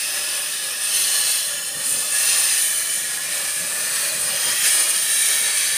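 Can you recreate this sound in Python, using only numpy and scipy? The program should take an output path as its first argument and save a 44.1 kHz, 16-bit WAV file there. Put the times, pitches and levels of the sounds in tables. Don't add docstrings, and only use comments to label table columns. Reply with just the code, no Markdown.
import sys
import numpy as np
from scipy import signal
from scipy.fft import rfft, irfft, next_fast_len
from scipy.io import wavfile
from scipy.ndimage import map_coordinates

SR = 44100
rng = np.random.default_rng(int(sys.argv[2]) if len(sys.argv) > 2 else 0)


def digitize_waveform(pressure):
    field = np.atleast_2d(pressure).T
    bounded = np.clip(field, -1, 1)
    quanta = np.round(bounded * 32767).astype(np.int16)
    wavfile.write(sys.argv[1], SR, quanta)


def field_ratio(decibels):
    return 10 ** (np.asarray(decibels, dtype=float) / 20)


N = 254651
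FRAME = 2048

# (time [s], strength [dB], facing [dB])
TORCH_PATH = [(0, -28, .4), (.3, -28, 1.5), (.8, -30.3, 1.6), (.9, -26.5, 1.3), (.97, -22.5, 2.4),
              (1.4, -25.5, 1.9), (1.55, -30, 3.3), (1.72, -32, 3.3), (1.84, -29.5, 3.7), (1.87, -28, 9.1),
              (2.1, -28, 2.7), (2.15, -26.5, 6.5), (2.28, -23, 2.2), (2.55, -24, 2), (2.64, -26, 4.9),
              (3.18, -30.5, 2.7), (3.34, -27.5, .8), (3.54, -30, 4.1), (4.05, -26, 2.5), (4.16, -29, 3),
              (4.47, -23.5, 1.5), (4.6, -25, 1.4), (4.72, -24, 5.4), (4.9, -24.5, 2.5), (5, -27, 3.5),
              (5.3, -23, 4.1), (5.43, -25, 1.8), (5.77, -26, 1.5)]
# (centre [s], length [s], change of strength [dB], change of facing [dB])
EDGE_CATCHES = [(4.215, 0.051, -0.5, 5.5), (4.659, 0.055, 4.5, -2.5), (4.9, 0.032, -0.1, 6.5),
                (5.31, 0.052, 1, -4)]
STEADY_DB, FACING_DB = -26, 2.5

# (base level [dB], [dB per dB of strength], [dB per dB of facing])
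HISS_LAW = (-25.5, 1.145, 0.018)
RING_LAW = (-34.5, 0.93, -0.11)
SHRILL_LAW = (-23, 1.09, 0.88)
FIZZ_LAW = (-31.5, 0.94, 0.27)
ROAR_LAW = (-39.5, 0.73, .05)

# (frequency [Hz], density [dB per Hz])
HISS_COLOUR = [(1180, -34), (1600, -14), (2100, -5), (2920, -1.5), (3790, -3), (4130, -2), (7900, -4.5),
               (10300, -15), (17400, -120)]
FIZZ_COLOUR = [(8100, -36), (10400, 3), (11300, 0.5), (12500, -1), (14100, -1), (15100, 1.5), (16100, -12)]
ROAR_COLOUR = [(210, -57), (350, -7), (382, -20), (419, -7), (457, -15), (520, -5), (640, -6), (703, -17),
               (762, -6.5), (966, -9.5), (1210, -2.5), (1320, -6), (1550, -7), (2020, -87), (3410, -120)]
PUFF_COLOUR = [(15, -52), (25, -22), (43, -19), (145, 2), (291, -2.5), (340, -4.5), (382, -4.5),
               (420, -3.5), (550, -3), (920, -120)]

# (held from [s], held until [s])
HELD_SPANS = [(0, .85), (.93, 1.42), (1.55, 1.82), (1.87, 2.08), (2.15, 2.58), (2.66, 3), (3.12, 3.6),
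              (3.75, 4.15), (4.3, 4.9), (5.05, 5.42), (5.5, 5.8)]
# (centre [Hz], width [Hz], level [dB])
HOLLOW_MODES = [([(2610, 200, 1), (3040, 70, 0), (3540, 420, -2.5), (4130, 83, 0.5), (4620, 60, 0),
                (5170, 290, 1.5), (5540, 120, -11), (6080, 150, 0.5), (7020, 100, -5)], [(7930, 110, -18),
                (8650, 150, -6), (9170, 200, 0), (9770, 180, -2), (10200, 80, -2), (11090, 100, -10)]),
                ([(2650, 150, -4), (3004, 150, 3.5), (3380, 130, 0.5), (4160, 220, 2), (4610, 60, -3),
                (5250, 95, 0.5), (5460, 130, 1), (6130, 110, 3), (6540, 60, 1), (7000, 120, -2)],
                [(8660, 260, 3.5), (9150, 120, 0), (9560, 130, 6), (10200, 120, -0.5), (11160, 150, -3.5),
                (11800, 90, -2), (12150, 80, -9)]), ([(2670, 70, -4), (2970, 150, 0), (3445, 130, -1.5),
                (4160, 160, 0), (5280, 160, 1), (6590, 200, 0), (6900, 120, 0)], [(9300, 380, 4),
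                (10700, 140, -8)]), ([(2630, 200, -1.5), (2950, 70, -1), (3420, 130, -1), (4180, 110, 0),
                (4870, 100, 0), (5330, 110, 0), (6270, 180, 1), (6760, 80, -2), (7200, 70, 4)],
                [(8660, 70, -4), (9080, 150, 4), (10500, 100, -4), (10980, 110, -8)]), ([(2650, 240, -1),
                (3470, 92, -9), (4220, 170, -2), (5080, 150, -2.5), (5510, 60, -4), (6090, 140, 0.5),
                (6530, 80, -2), (7060, 130, -5)], [(7970, 80, -14), (8500, 130, -3), (9330, 260, 5.5),
                (10400, 90, -8), (11110, 170, -12)]), ([(2330, 110, 1), (3020, 110, -1), (4130, 230, -3.5),
                (5450, 130, -5), (6150, 150, 3.5), (7000, 170, -1)], [(8350, 100, -6), (9240, 130, 1),
                (9480, 150, 5.5), (11000, 120, -1), (11710, 150, -17)]), ([(2360, 150, -0.5),
                (3000, 90, -8), (3990, 100, -2.5), (5100, 120, -2.5), (5430, 70, -9), (6120, 220, -3),
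                (6740, 150, -4)], [(8900, 80, -7), (8970, 250, -4), (9950, 80, -14), (11070, 150, -18)]),
                ([(2470, 170, 0), (4030, 80, -6), (4440, 200, -3), (4970, 90, -8), (6130, 200, -3),
                (6760, 120, -7)], [(8030, 60, -1), (9130, 250, -3), (10300, 160, -8), (10770, 90, -10),
                (11500, 160, -12)]), ([(2380, 210, 0.5), (2890, 60, -1), (3220, 67, 2.5), (3950, 120, -2),
                (4300, 170, -1.5), (5010, 120, 2), (5400, 140, -2), (5980, 130, -1), (6460, 110, 1),
                (6980, 88, -1)], [(8150, 90, -8), (9020, 220, 6.5), (9690, 80, 0), (10300, 100, -4),
                (10560, 140, -7), (11300, 160, -14)]), ([(2290, 150, -1), (3210, 130, 0), (3850, 160, 0.5),
                (4930, 90, -2), (5560, 150, 0.5), (6240, 220, 1), (6770, 90, -2), (7360, 70, -5)],
                [(9080, 270, 4), (10120, 90, -7), (10550, 120, -2), (10900, 92, -5), (11100, 110, -8)]),
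                ([(2310, 160, 0), (3250, 150, -2.5), (3860, 92, 1.5), (4550, 220, -2.5), (6200, 280, -1),
                (6680, 70, -10), (7500, 70, -2)], [(8310, 90, -6), (9070, 170, 4), (9900, 80, -4),
                (10420, 80, -8), (11000, 200, -6)])]
# (crack ring [dB], flame roar [dB], hiss [dB], fizz [dB], boom within the roar [dB])
OPENING_GAINS = [(0.7, -0.5, 0.4, 0.5, -1), (-2.5, -2.5, 0.5, -0.5, -3), (0.5, 0.1, 0.8, -.5, -0.5),
                 (-2, -1, 0.4, 0.5, 3), (0.5, -1, 0.1, 0.2, -2.5), (1, -1.5, -0.2, 1, 0.5),
                 (1.3, 1, 0.2, -1.5, 2), (1.8, 2, -0.55, -0.5, 1), (0.5, 0.5, -0.2, 0.5, 0),
                 (0.2, -1.5, -0.2, 1, 2), (1.3, -1, 0.6, -0.5, -6)]

# (centre [Hz], width [Hz], level [dB])
CRACK_MODES = [(1428, 96, -10), (1715, 140, 0.5), (1829, 204, -2.5)]
# (time [s], width [ratio])
CRACK_WIDENING = [(2.6, 1.03), (4.2, 1.85)]
# (time [s], frequency [Hz])
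BOOM_PITCH = [(2, 569), (2.3, 602)]
# (start [s], length [s], level [dB])
GUSTS = [(1.755, 0.063, -44.5), (1.862, 0.14, -44.5), (2.946, 0.038, -51), (3.03, 0.036, -51.5),
         (3.345, 0.14, -52), (3.557, 0.31, -49), (3.6, 0.069, -44), (3.91, 0.33, -50.5), (4.23, 0.13, -46),
         (4.458, 0.047, -42), (4.51, .05, -47), (4.598, 0.1, -51), (5.41, 0.04, -56)]


def jet():
    flutter_db = 0.43 * wobble(8.2) + 0.38 * wobble(30)
    return jet_hiss(flutter_db) + crack_ring(flutter_db) + shrill_band(flutter_db) + fizz(flutter_db)


def jet_hiss(flutter_db):
    tilt_db_per_octave = 0.35 * (curves(TORCH_PATH)[1] - FACING_DB)

    def colour(hz, t):
        tilt_db = np.interp(t * SR, np.arange(N), tilt_db_per_octave) * np.log2((hz + 1) / 4000)
        broad = field_ratio(-4.5) * along(HISS_COLOUR, hz)
        return hollows(hz, t, broad, order=0) * field_ratio(tilt_db)

    level_db = layer_db(HISS_LAW) + opening_db(column=2)
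    return field_ratio(level_db + flutter_db + 0.11 * wobble(7)) * turbulence(colour)


def crack_ring(flutter_db):
    def colour(hz, t):
        widen = np.interp(t, *np.transpose(CRACK_WIDENING))
        power = 0
        for centre_hz, width_hz, db in CRACK_MODES:
            power = power + (field_ratio(db) * resonance(hz, centre_hz, width_hz * widen) ** 3) ** 2
        return np.sqrt(power)

    level_db = layer_db(RING_LAW) + opening_db(column=0)
    return field_ratio(level_db + 1.1 * flutter_db + 0.56 * wobble(6.9)) * turbulence(colour)


def shrill_band(flutter_db):
    def colour(hz, t):
        peak = field_ratio(-9.5) * resonance(hz, 8740, 810)
        shoulder = field_ratio(-8.0) * resonance(hz, 9230, 2300) ** 2
        return hollows(hz, t, peak + shoulder, order=1)

    level_db = layer_db(SHRILL_LAW)
    return field_ratio(level_db + 1.6 * flutter_db + 0.71 * wobble(12)) * turbulence(colour)


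def fizz(flutter_db):
    level_db = layer_db(FIZZ_LAW) + opening_db(column=3)
    noise = turbulence(lambda hz, t: along(FIZZ_COLOUR, hz))
    return field_ratio(level_db + 0.54 * flutter_db + 1.1 * wobble(13)) * noise


def hollows(hz, t, between, order):
    edges_s = np.ravel(HELD_SPANS)
    smear_hz = 55
    power = between ** 2
    for k, pose in enumerate(HOLLOW_MODES):
        share = np.interp(t, edges_s, np.arange(len(edges_s)) // 2 == k)
        heard = (share > 0)[0]
        centre_hz, width_hz, db = np.transpose(pose[order])[:, :, None, None]
        drift = knots(rng.standard_normal((len(db), 30)), count=t.size)[:, None, heard]
        swell = knots(rng.standard_normal((len(db), 40)), count=t.size)[:, None, heard]
        level_db = db + 1.5 * swell
        pitch_hz = centre_hz * (1 + 0.004 * drift)
        rings = field_ratio(level_db) * resonance(hz, pitch_hz, np.hypot(width_hz, smear_hz)) ** 1.29
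        layer = np.zeros((hz.size, t.size))
        layer[:, heard] = np.sum(rings ** 2, axis=0)
        power = power + share * layer
    return np.sqrt(power)


def flame():
    boom_db = -2.5 + opening_db(column=4)

    def colour(hz, t):
        pitch_hz = np.interp(t, *np.transpose(BOOM_PITCH))
        boom_gain = field_ratio(np.interp(t * SR, np.arange(N), boom_db))
        boom = boom_gain * resonance(hz, pitch_hz, 119) ** 2
        return np.hypot(along(ROAR_COLOUR, hz), boom)

    level_db = layer_db(ROAR_LAW) + opening_db(column=1)
    return field_ratio(level_db + 1.13 * wobble(10)) * turbulence(colour)


def bounces(x, t60_s, echo_db, dull_hz, count):
    hz, t, z = signal.stft(x, SR, nperseg=FRAME, noverlap=FRAME * 3 // 4)
    lag_s = np.arange(FRAME // 2)[:, None] / SR
    decay = field_ratio(-60 * lag_s / t60_s) * (lag_s > 0.0015)
    spray = rng.standard_normal((FRAME // 2, count)) * decay
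    echoes = unit(rfft(knots(spray, count=len(t)), FRAME, axis=0))
    echoes = echoes / np.hypot(1, hz[:, None] / dull_hz)
    gain = unit(1 + field_ratio(echo_db) * echoes)
    return signal.istft(z * gain, SR, nperseg=FRAME, noverlap=FRAME * 3 // 4)[1][:N]


def puffs():
    t = np.arange(N) / SR
    breeze_db, edge_s = -53, 0.011

    def rise(s):
        return 1 / (1 + np.exp(-np.clip(4 * s / edge_s, -50, 50)))

    power = field_ratio(breeze_db) ** 2
    for start_s, length_s, db in GUSTS:
        power = power + field_ratio(db) ** 2 * rise(t - start_s) * rise(start_s + length_s - t)
    lumps = field_ratio(wobble(9.8)) * turbulence(lambda hz, t: along(PUFF_COLOUR, hz))
    return np.sqrt(power) * unit(lumps)


def layer_db(law):
    strength_db, facing_db = curves(TORCH_PATH)
    centre_s, length_s, strength_change_db, facing_change_db = np.transpose(EDGE_CATCHES)
    bumps = np.exp(-(2 * (np.arange(N)[:, None] / SR - centre_s) / length_s) ** 2)
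    strength_db = strength_db + bumps @ strength_change_db
    facing_db = facing_db + bumps @ facing_change_db
    base_db, per_strength, per_facing = law
    return base_db + per_strength * (strength_db - STEADY_DB) + per_facing * (facing_db - FACING_DB)


def opening_db(column):
    held_db = np.repeat(np.transpose(OPENING_GAINS)[column], 2)
    return np.interp(np.arange(N) / SR, np.ravel(HELD_SPANS), held_db)


def turbulence(gain):
    hz, t, z = signal.stft(rng.standard_normal(N), SR, nperseg=FRAME, noverlap=FRAME * 3 // 4)
    g = gain(hz[:, None], t[None]) * np.ones(z.shape)
    g = g / np.sqrt(np.mean(g ** 2, axis=0))
    return unit(signal.istft(z * g, SR, nperseg=FRAME, noverlap=FRAME * 3 // 4)[1][:N])


def resonance(hz, centre_hz, width_hz):
    return hz * width_hz / np.hypot(centre_hz ** 2 - hz ** 2, hz * width_hz)


def along(points, hz):
    f, db = np.transpose(points)
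    return field_ratio(np.interp(np.log(hz + 1), np.log(f + 1), db))


def curves(rows):
    s, *columns = np.transpose(rows)
    return [np.interp(np.arange(N) / SR, s, c) for c in columns]


def wobble(knots_per_s):
    return map_coordinates(rng.standard_normal(N // 1000), [np.arange(N) * knots_per_s / SR])


def knots(values, count):
    rows, steps = np.mgrid[:values.shape[0], :count]
    return map_coordinates(values, [rows, steps * (values.shape[1] - 1) / count], order=1)


def unit(x):
    return x / np.sqrt(np.mean(np.abs(x) ** 2) + 1e-20)


def scene():
    torch = bounces(jet() + flame(), t60_s=0.13, echo_db=-3.5, dull_hz=14800, count=36)
    mono = torch + puffs()
    return np.array([mono, mono])


def low_pass(x):
    return signal.sosfilt(signal.butter(12, 16820, fs=SR, output="sos"), x)


def record(dry):
    top_hz = 15500
    size = next_fast_len(N)
    passed = np.fft.rfftfreq(size, 1 / SR) < top_hz
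    mix = irfft(rfft(dry, size) * passed, size)[:, :N]
    return low_pass(mix)


dry = scene()
out = record(dry)
digitize_waveform(out)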